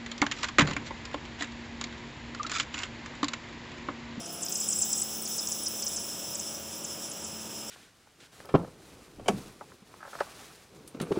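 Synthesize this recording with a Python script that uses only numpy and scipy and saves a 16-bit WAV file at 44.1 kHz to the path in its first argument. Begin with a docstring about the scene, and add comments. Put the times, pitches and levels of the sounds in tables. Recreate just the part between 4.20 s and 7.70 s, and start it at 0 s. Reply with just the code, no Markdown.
"""A medical nebuliser hisses as its mask is brought close to the microphone, driven by a diaphragm compressor.
The jet is noise through the resonances of the cup, under a high whistle and a fizz of droplets. Each slug of
liquid pulls a noise band down in a short squelch, often while the cup is swung about and seldom once it is
held still; spits chirp upward. The motor picks up speed: sines hum on its multiples over a rush of air."""
import sys
import numpy as np
from scipy import signal
from scipy.fft import rfft, irfft
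from scipy.io import wavfile
from scipy.ndimage import map_coordinates

SR = 44100
rng = np.random.default_rng(int(sys.argv[2]) if len(sys.argv) > 2 else 0)


def waveform_to_disk(signal):
    """Save audio, clipped to [-1, 1], as 16-bit WAV at the path in sys.argv[1]."""
    frames = np.transpose(np.atleast_2d(signal))
    scaled = np.clip(frames, -1, 1) * 32767
    samples = np.round(scaled).astype(np.int16)
    wavfile.write(sys.argv[1], SR, samples)


N = 154350
T = np.arange(N) / SR


def from_db(db):
    """Decibels to amplitude gain."""
    return 10 ** (np.asarray(db) / 20)


def rms_one(x):
    """Scale to rms 1."""
    return x / np.sqrt(np.mean(x ** 2) + 1e-20)


def in_time(rows):
    """Each column of a curve, sample by sample."""
    t, *columns = np.transpose(rows)
    return [np.interp(T, t, column) for column in columns]


def drift(rate_hz):
    """Smooth random movement of rms 1: noise low-passed by two equal poles at rate_hz."""
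    step = 20  # samples between computed points
    pole = np.exp(-2 * np.pi * rate_hz * step / SR)
    noise = rng.standard_normal(N // step + 2002)
    slow = signal.lfilter([1], [1, -2 * pole, pole * pole], noise)[2000:]  # drop the settling time
    return np.interp(np.arange(N) / step, np.arange(len(slow)), rms_one(slow))


def coloured_noise(spectrum):
    """Noise of rms 1, shaped by a spectrum drawn over log frequency."""
    hz, db = np.transpose(spectrum)
    bins_hz = np.fft.rfftfreq(N, 1 / SR)
    gain = from_db(np.interp(np.log(bins_hz + 1), np.log(hz), db))
    return rms_one(irfft(rfft(rng.standard_normal(N)) * gain, N))


def resonate(x, hz, width_hz):
    """One two-pole resonance, gain about 1 at its peak."""
    r = np.exp(-np.pi * width_hz / SR)
    zeros = np.array([1, 0, -1]) * (1 - r * r) / 2
    poles = [1, -2 * r * np.cos(2 * np.pi * hz / SR), r * r]
    return signal.lfilter(zeros, poles, x + 1e-18)


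def noise_band(hz, width_hz):
    """Noise passed twice through a resonance, for steep skirts."""
    once = resonate(rng.standard_normal(N), hz, width_hz)
    return resonate(once, hz, width_hz)


def gliding_noise(hz, width_hz, evenness=0):
    """A narrow noise band carried on a moving pitch, rms 1; evenness 1 holds its envelope steady."""
    lowpass = signal.butter(2, width_hz / 2, fs=SR, output="sos")
    i, q = signal.sosfilt(lowpass, rng.standard_normal((2, N)))
    phase = 2 * np.pi * np.cumsum(hz) / SR
    band = i * np.cos(phase) + q * np.sin(phase)
    return rms_one(band / np.hypot(i, q) ** np.clip(evenness, 0, 1))


# speed of the motor: t/s, f/Hz (turns per second)
MOTOR_SPEED = [(0.0, 33.5), (0.09, 33.6), (0.27, 35.0), (0.48, 35.9), (0.78, 36.4), (0.98, 36.4),
               (1.57, 36.9), (1.92, 37.1), (2.26, 36.9), (2.88, 37.0), (3.14, 36.5), (3.5, 36.7)]


def shaft_angle():
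    """The turning shaft's angle in radians, its speed summed over time."""
    speed_hz, = in_time(MOTOR_SPEED)
    return 2 * np.pi * np.cumsum(speed_hz) / SR


# pump hum lines: multiple of the shaft speed, then mean level/dB at each of four listening places
HUM_LINES = [(5, -56, -61.5, -62, -65), (8, -57, -68, -63, -62), (9, -73, -65.5, -60, -60),
             (10, -56, -62, -69, -77), (11, -74, -78, -69.5, -67), (15, -62, -64, -57, -59.5),
             (16, -59, -70, -61.5, -66), (18, -86, -72, -59.5, -59.5), (20, -53, -65, -89, -74),
             (21, -57, -65.5, -77, -71), (22, -65, -60.5, -66, -64), (25, -62, -64, -66, -62),
             (26, -79, -69, -65, -64)]
# strongest hum line: t/s, mean level/dB
MAIN_HUM_LEVEL = [(0, -56), (.2, -54.5), (.45, -50.5), (1.3, -52), (1.9, -54.5), (2.95, -54.5),
                  (3.15, -50.5), (3.5, -52)]
# where the microphone is, between those places: t/s, place (0-3)
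MICROPHONE_PLACE = [(0.1, 0), (.5, 1), (.85, 1.05), (1.4, 2), (2.88, 2), (3.1, 3)]


def pump_hum(angle):
    """Sines locked to multiples of the shaft speed, each wavering slightly in level."""
    main_order, waver_db, waver_hz = 6, 0.2, 2.2
    place, = in_time(MICROPHONE_PLACE)
    lines = [(main_order, in_time(MAIN_HUM_LEVEL)[0])]
    for order, *place_db in HUM_LINES:
        lines.append((round(order), np.interp(place, np.arange(len(place_db)), place_db)))
    hum = np.zeros(N)
    for order, db in lines:
        gain = from_db(db + waver_db * drift(waver_hz))
        hum += gain * np.sin(order * angle + 2 * np.pi * rng.random())
    return np.sqrt(2) * hum  # line levels are rms


# colour of the rush of pump and air: f/Hz, relative level/dB (per Hz)
RUSH_SPECTRUM = [(25, -35), (36, -38), (47, -7.5), (60, -28), (80, 2), (105, -7), (150, -1), (205, -2),
                 (250, -6.5), (310, -1), (450, -3.5), (700, -6.5), (1000, -9.5), (1300, -8.5), (2050, -17),
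                 (2500, -11.5), (3050, -7.5), (3500, -14.5), (4300, -19), (6000, -12.5), (16000, -33.5)]


def air_rush(angle):
    """Coloured noise that swells a little on each stroke, once per turn of the shaft."""
    level_db, stroke_depth = -45.5, 0.061
    stroke = 1 + stroke_depth * np.sin(angle)
    return from_db(level_db) * coloured_noise(RUSH_SPECTRUM) * stroke


def compressor():
    """One shaft drives both the pump's hum lines and the pulsing rush of air."""
    angle = shaft_angle()
    return pump_hum(angle) + air_rush(angle)


# resonances of cup and mask: f/Hz, width/Hz (of one pass), relative level/dB (gain at the peak)
CUP_RESONANCES = [(3415, 760, -14.5), (5284, 273, 1.5), (5825, 224, 2), (6580, 730, -8), (7600, 710, -6.5),
                  (8600, 920, -15), (10100, 705, -7)]


def cup_hiss(slide):
    """Noise in the cup's resonances, read at a varying speed so that its colour slides; rms 1."""
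    hiss = sum(from_db(db) * noise_band(hz, width) for hz, width, db in CUP_RESONANCES)
    return rms_one(map_coordinates(hiss, [np.cumsum(slide)], order=5, mode="mirror"))


def in_cup(x):
    """Part of a sound rings in the cup, the rest escapes directly."""
    share = 0.84
    rung = sum(from_db(db) * resonate(x, hz, width) for hz, width, db in CUP_RESONANCES)
    return (1 - share) * x + share * rung


# the hiss changes colour a little as the mask is turned: t/s, frequency ratio
COLOUR_SLIDE = [(0, .988), (.3, .995), (.6, 1), (1.2, 1.01), (1.8, 1.005), (2.3, .998), (3.5, .99)]


def colour_slide():
    """Frequency ratio of the hiss and whistle, with a small random wander."""
    wander, wander_hz = 0.003, 4
    return in_time(COLOUR_SLIDE)[0] + wander * drift(wander_hz)


def top_whistle(slide):
    """A narrow noise band high above the hiss, its pitch wandering and its level fluttering."""
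    centre_hz, width_hz = 14850, 900
    wander_hz, wander_rate_hz = 170, 25
    flutter_db, flutter_hz = 1.8, 38
    pitch_hz = centre_hz * slide + wander_hz * drift(wander_rate_hz)
    return gliding_noise(pitch_hz, width_hz) * from_db(flutter_db * drift(flutter_hz))


def droplets():
    """Tiny drops of uneven size burst at random, each ringing briefly at one of 20 pitches; rms 1."""
    drops_per_s, spread_db, low_hz, high_hz = 1400, 3.5, 5100, 10600
    sizes = from_db(spread_db * np.minimum(rng.exponential(1, N), 4)) * rng.choice([-1, 1], N)
    clicks = sizes * (rng.random(N) < drops_per_s / SR)
    pitches_hz = np.geomspace(low_hz, high_hz, 20)
    dealt = rng.integers(0, len(pitches_hz), N)  # which pitch each drop gets
    ringing = np.zeros(N)
    for k, hz in enumerate(pitches_hz):
        ring = resonate(clicks * (dealt == k), hz, hz / 15)
        ringing += resonate(ring, hz, hz / 4)  # softens the onset
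    return rms_one(ringing)


# slugs of liquid pass the jet:
# loudest moment t/s, rise t/s, fall t/s, pitch it falls toward f/Hz, level/dB before the cup
LIQUID_SLUGS = [(0.062, 0.0071, 0.0086, 5600, -32.5), (.145, .04, 0.068, 10000, -39.5),
                (0.234, 0.022, .014, 6910, -28), (.264, .009, 0.0048, 5500, -29),
                (0.277, 0.0085, .006, 3200, -42), (.325, 0.0057, 0.0076, 5950, -25.5),
                (0.354, 0.01, 0.017, 5430, -27), (0.384, .006, .014, 5400, -30),
                (0.414, 0.0078, 0.012, 5400, -29), (.488, .013, .008, 7600, -24.5),
                (.502, .006, 0.018, 6910, -28.5), (0.527, 0.0064, .013, 5900, -23.5),
                (0.588, 0.0045, 0.012, 8000, -24.5), (0.619, 0.0098, 0.023, 5450, -24.5),
                (0.731, 0.0067, .014, 5120, -25.5), (0.783, 0.0071, 0.0068, 7000, -25.5),
                (.820, 0.007, 0.0083, 6700, -24.5), (1.024, 0.0044, 0.0059, 8600, -27),
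                (1.054, 0.0063, 0.023, 4730, -29), (1.185, 0.013, 0.021, 4890, -27.5),
                (1.275, .01, 0.0099, 5310, -28), (1.323, 0.01234, 0.0098, 6300, -24.5),
                (1.435, 0.0067, .01, 9830, -27.5), (1.468, 0.017, .012, 5310, -27),
                (1.623, .003, .013, 5100, -25), (1.667, 0.012, 0.013, 5280, -26.5),
                (1.766, 0.014, 0.027, 5440, -27.5), (2.155, 0.0131, 0.012, 6030, -27),
                (2.2, 0.012, 0.0058, 6570, -26.5), (2.648, .013, 0.0097, 6420, -30.5),
                (2.901, .012, .009, 9280, -33), (2.917, .007, 0.0051, 6430, -31),
                (3.05, .015, 0.014, 6020, -32.5)]


def squelches():
    """Slugs sweep a rough noise band downward; also returns their gain and the jet's choking (0-1)."""
    top_hz, fall_rate = 11570, 3.8  # fall_rate: time constants per slug
    swell_db, fade_db = 13, 13
    wobble_hz, wobble_rate_hz, rough_db, rough_hz = 330, 170, 2, 220
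    pitch_hz, gain, choked = np.full(N, float(top_hz)), np.zeros(N), np.zeros(N)
    for peak, rise, fall, low_hz, db in LIQUID_SLUGS:
        span = (T > peak - rise) & (T < peak + fall)
        t = T[span] - peak
        progress = (t + rise) / (rise + fall)
        fill = np.minimum(4 * np.sin(np.pi * progress), 1)  # soft edges
        pitch_hz[span] = low_hz + (top_hz - low_hz) * np.exp(-fall_rate * progress)
        contour_db = np.minimum(swell_db * t / rise, -fade_db * t / fall)
        gain[span] += fill * from_db(db + contour_db)
        choked[span] = np.maximum(choked[span], fill)
    wobbling_hz = pitch_hz + wobble_hz * drift(wobble_rate_hz)
    sweep = gliding_noise(wobbling_hz, width_hz=1250, evenness=0.45)
    rough = from_db(rough_db * drift(rough_hz))
    window = np.hanning(int(0.004 * SR) + 3)  # about 4 ms of smoothing
    choked = signal.fftconvolve(choked, window / window.sum(), "same")
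    return in_cup(sweep * gain * rough), gain, choked


# the jet clears with a spit: loudest moment t/s, pitch at that moment f/Hz, level/dB
JET_SPITS = [(0.286, 5186, -31), (0.371, 7600, -37), (.403, 7400, -30), (0.424, 7000, -38),
             (.561, 7700, -35), (.640, 6600, -35), (0.779, 7800, -35), (1.077, 6500, -32),
             (1.207, 7000, -37), (1.288, 7000, -34), (1.483, 9000, -33), (1.599, 5700, -33.5),
             (1.637, 5600, -30), (1.681, 7000, -32.5)]


def spits():
    """The jet clears with a sharp chirp whose pitch shoots up and levels off."""
    attack_s, decay_s, rise_hz_per_s = 0.0016, 0.0035, 170000
    pitch_hz, gain = np.zeros(N), np.zeros(N)
    for peak, hz, db in JET_SPITS:
        span = (T > peak - 3 * attack_s) & (T < peak + 4 * decay_s)
        t = T[span] - peak
        pitch_hz[span] = hz + rise_hz_per_s * decay_s * np.tanh(t / decay_s)
        fade = np.where(t < 0, (t / attack_s) ** 2, t / decay_s)
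        gain[span] = from_db(db) * np.exp(-fade)
    return gain * gliding_noise(pitch_hz, width_hz=450, evenness=0.9)


# the mouth of the mask rings while it faces the microphone: t/s, boost level/dB
MASK_FACING = [(0, 1.5), (.33, 4.5), (.48, 11.5), (.62, 11.5), (.8, 11), (.95, 2), (3.5, 6)]


def mask_mouth(jet):
    """A resonance of the mask's mouth, added to the jet by as much as the mask faces the microphone."""
    boost = from_db(in_time(MASK_FACING)[0]) - 1
    return jet + boost * resonate(jet, 7560, width_hz=520)


# the jet before choking and the mask's ring: t/s, hiss level/dB, top whistle level/dB
JET_LEVELS = [(0, -44, -66), (.08, -45, -62), (.13, -41.5, -37), (.22, -40, -49), (.3, -40.5, -42),
              (.45, -36.5, -43.5), (.62, -36.5, -41.5), (.85, -38.5, -41.5), (1.15, -38, -41.5),
              (1.6, -38, -43.5), (1.95, -40.5, -46.5), (2.2, -39.5, -47.5), (2.5, -44.5, -49.5),
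              (3.1, -44.5, -52.5), (3.5, -44, -49)]


def nebuliser():
    """Fluttering hiss and whistle give way to each slug, among spits and droplets, all through the mask."""
    flutter_db, flutter_hz = 1.5, 7
    hiss_duck, whistle_duck = 0.42, 0.66  # share lost when fully choked
    spray_db, fizz_db = -8, -11  # droplets relative to slugs and to hiss
    hiss_db, whistle_db = in_time(JET_LEVELS)
    slugs, slug_gain, choked = squelches()
    slide = colour_slide()
    flow = from_db(hiss_db + flutter_db * drift(flutter_hz)) * (1 - hiss_duck * choked)
    hiss = flow * cup_hiss(slide)
    whistle = top_whistle(slide) * from_db(whistle_db) * (1 - whistle_duck * choked)
    spray = droplets() * (from_db(spray_db) * slug_gain + from_db(fizz_db) * flow)
    return mask_mouth(hiss + whistle + in_cup(spray) + slugs + spits())


def room(x):
    """A reflection off the board, its path swaying with the hand, then the short tail of a small room."""
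    delay_s, sway_s, sway_hz, board_db = 0.0037, 0.00004, 0.4, -15
    t60_s, tail_db = 0.05, -7
    delay = delay_s + sway_s * drift(sway_hz)
    x = x + from_db(board_db) * map_coordinates(x, [(T - delay) * SR], order=5)
    tail = rng.standard_normal(SR // 2) * from_db(-60 * T[:SR // 2] / t60_s)
    tail /= np.linalg.norm(tail)
    return x + from_db(tail_db) * signal.fftconvolve(x, tail)[:N]


def scene():
    """Dry compressor and nebuliser in its room, the same in both channels."""
    mono = compressor() + room(nebuliser())
    return np.array([mono, mono])


def record(dry):
    """A steep elliptic low-pass cuts the top."""
    cutoff_hz = 15780
    lowpass = signal.ellip(12, 0.1, 80, cutoff_hz, fs=SR, output="sos")
    return signal.sosfilt(lowpass, dry)


dry = scene()
out = record(dry)
waveform_to_disk(out)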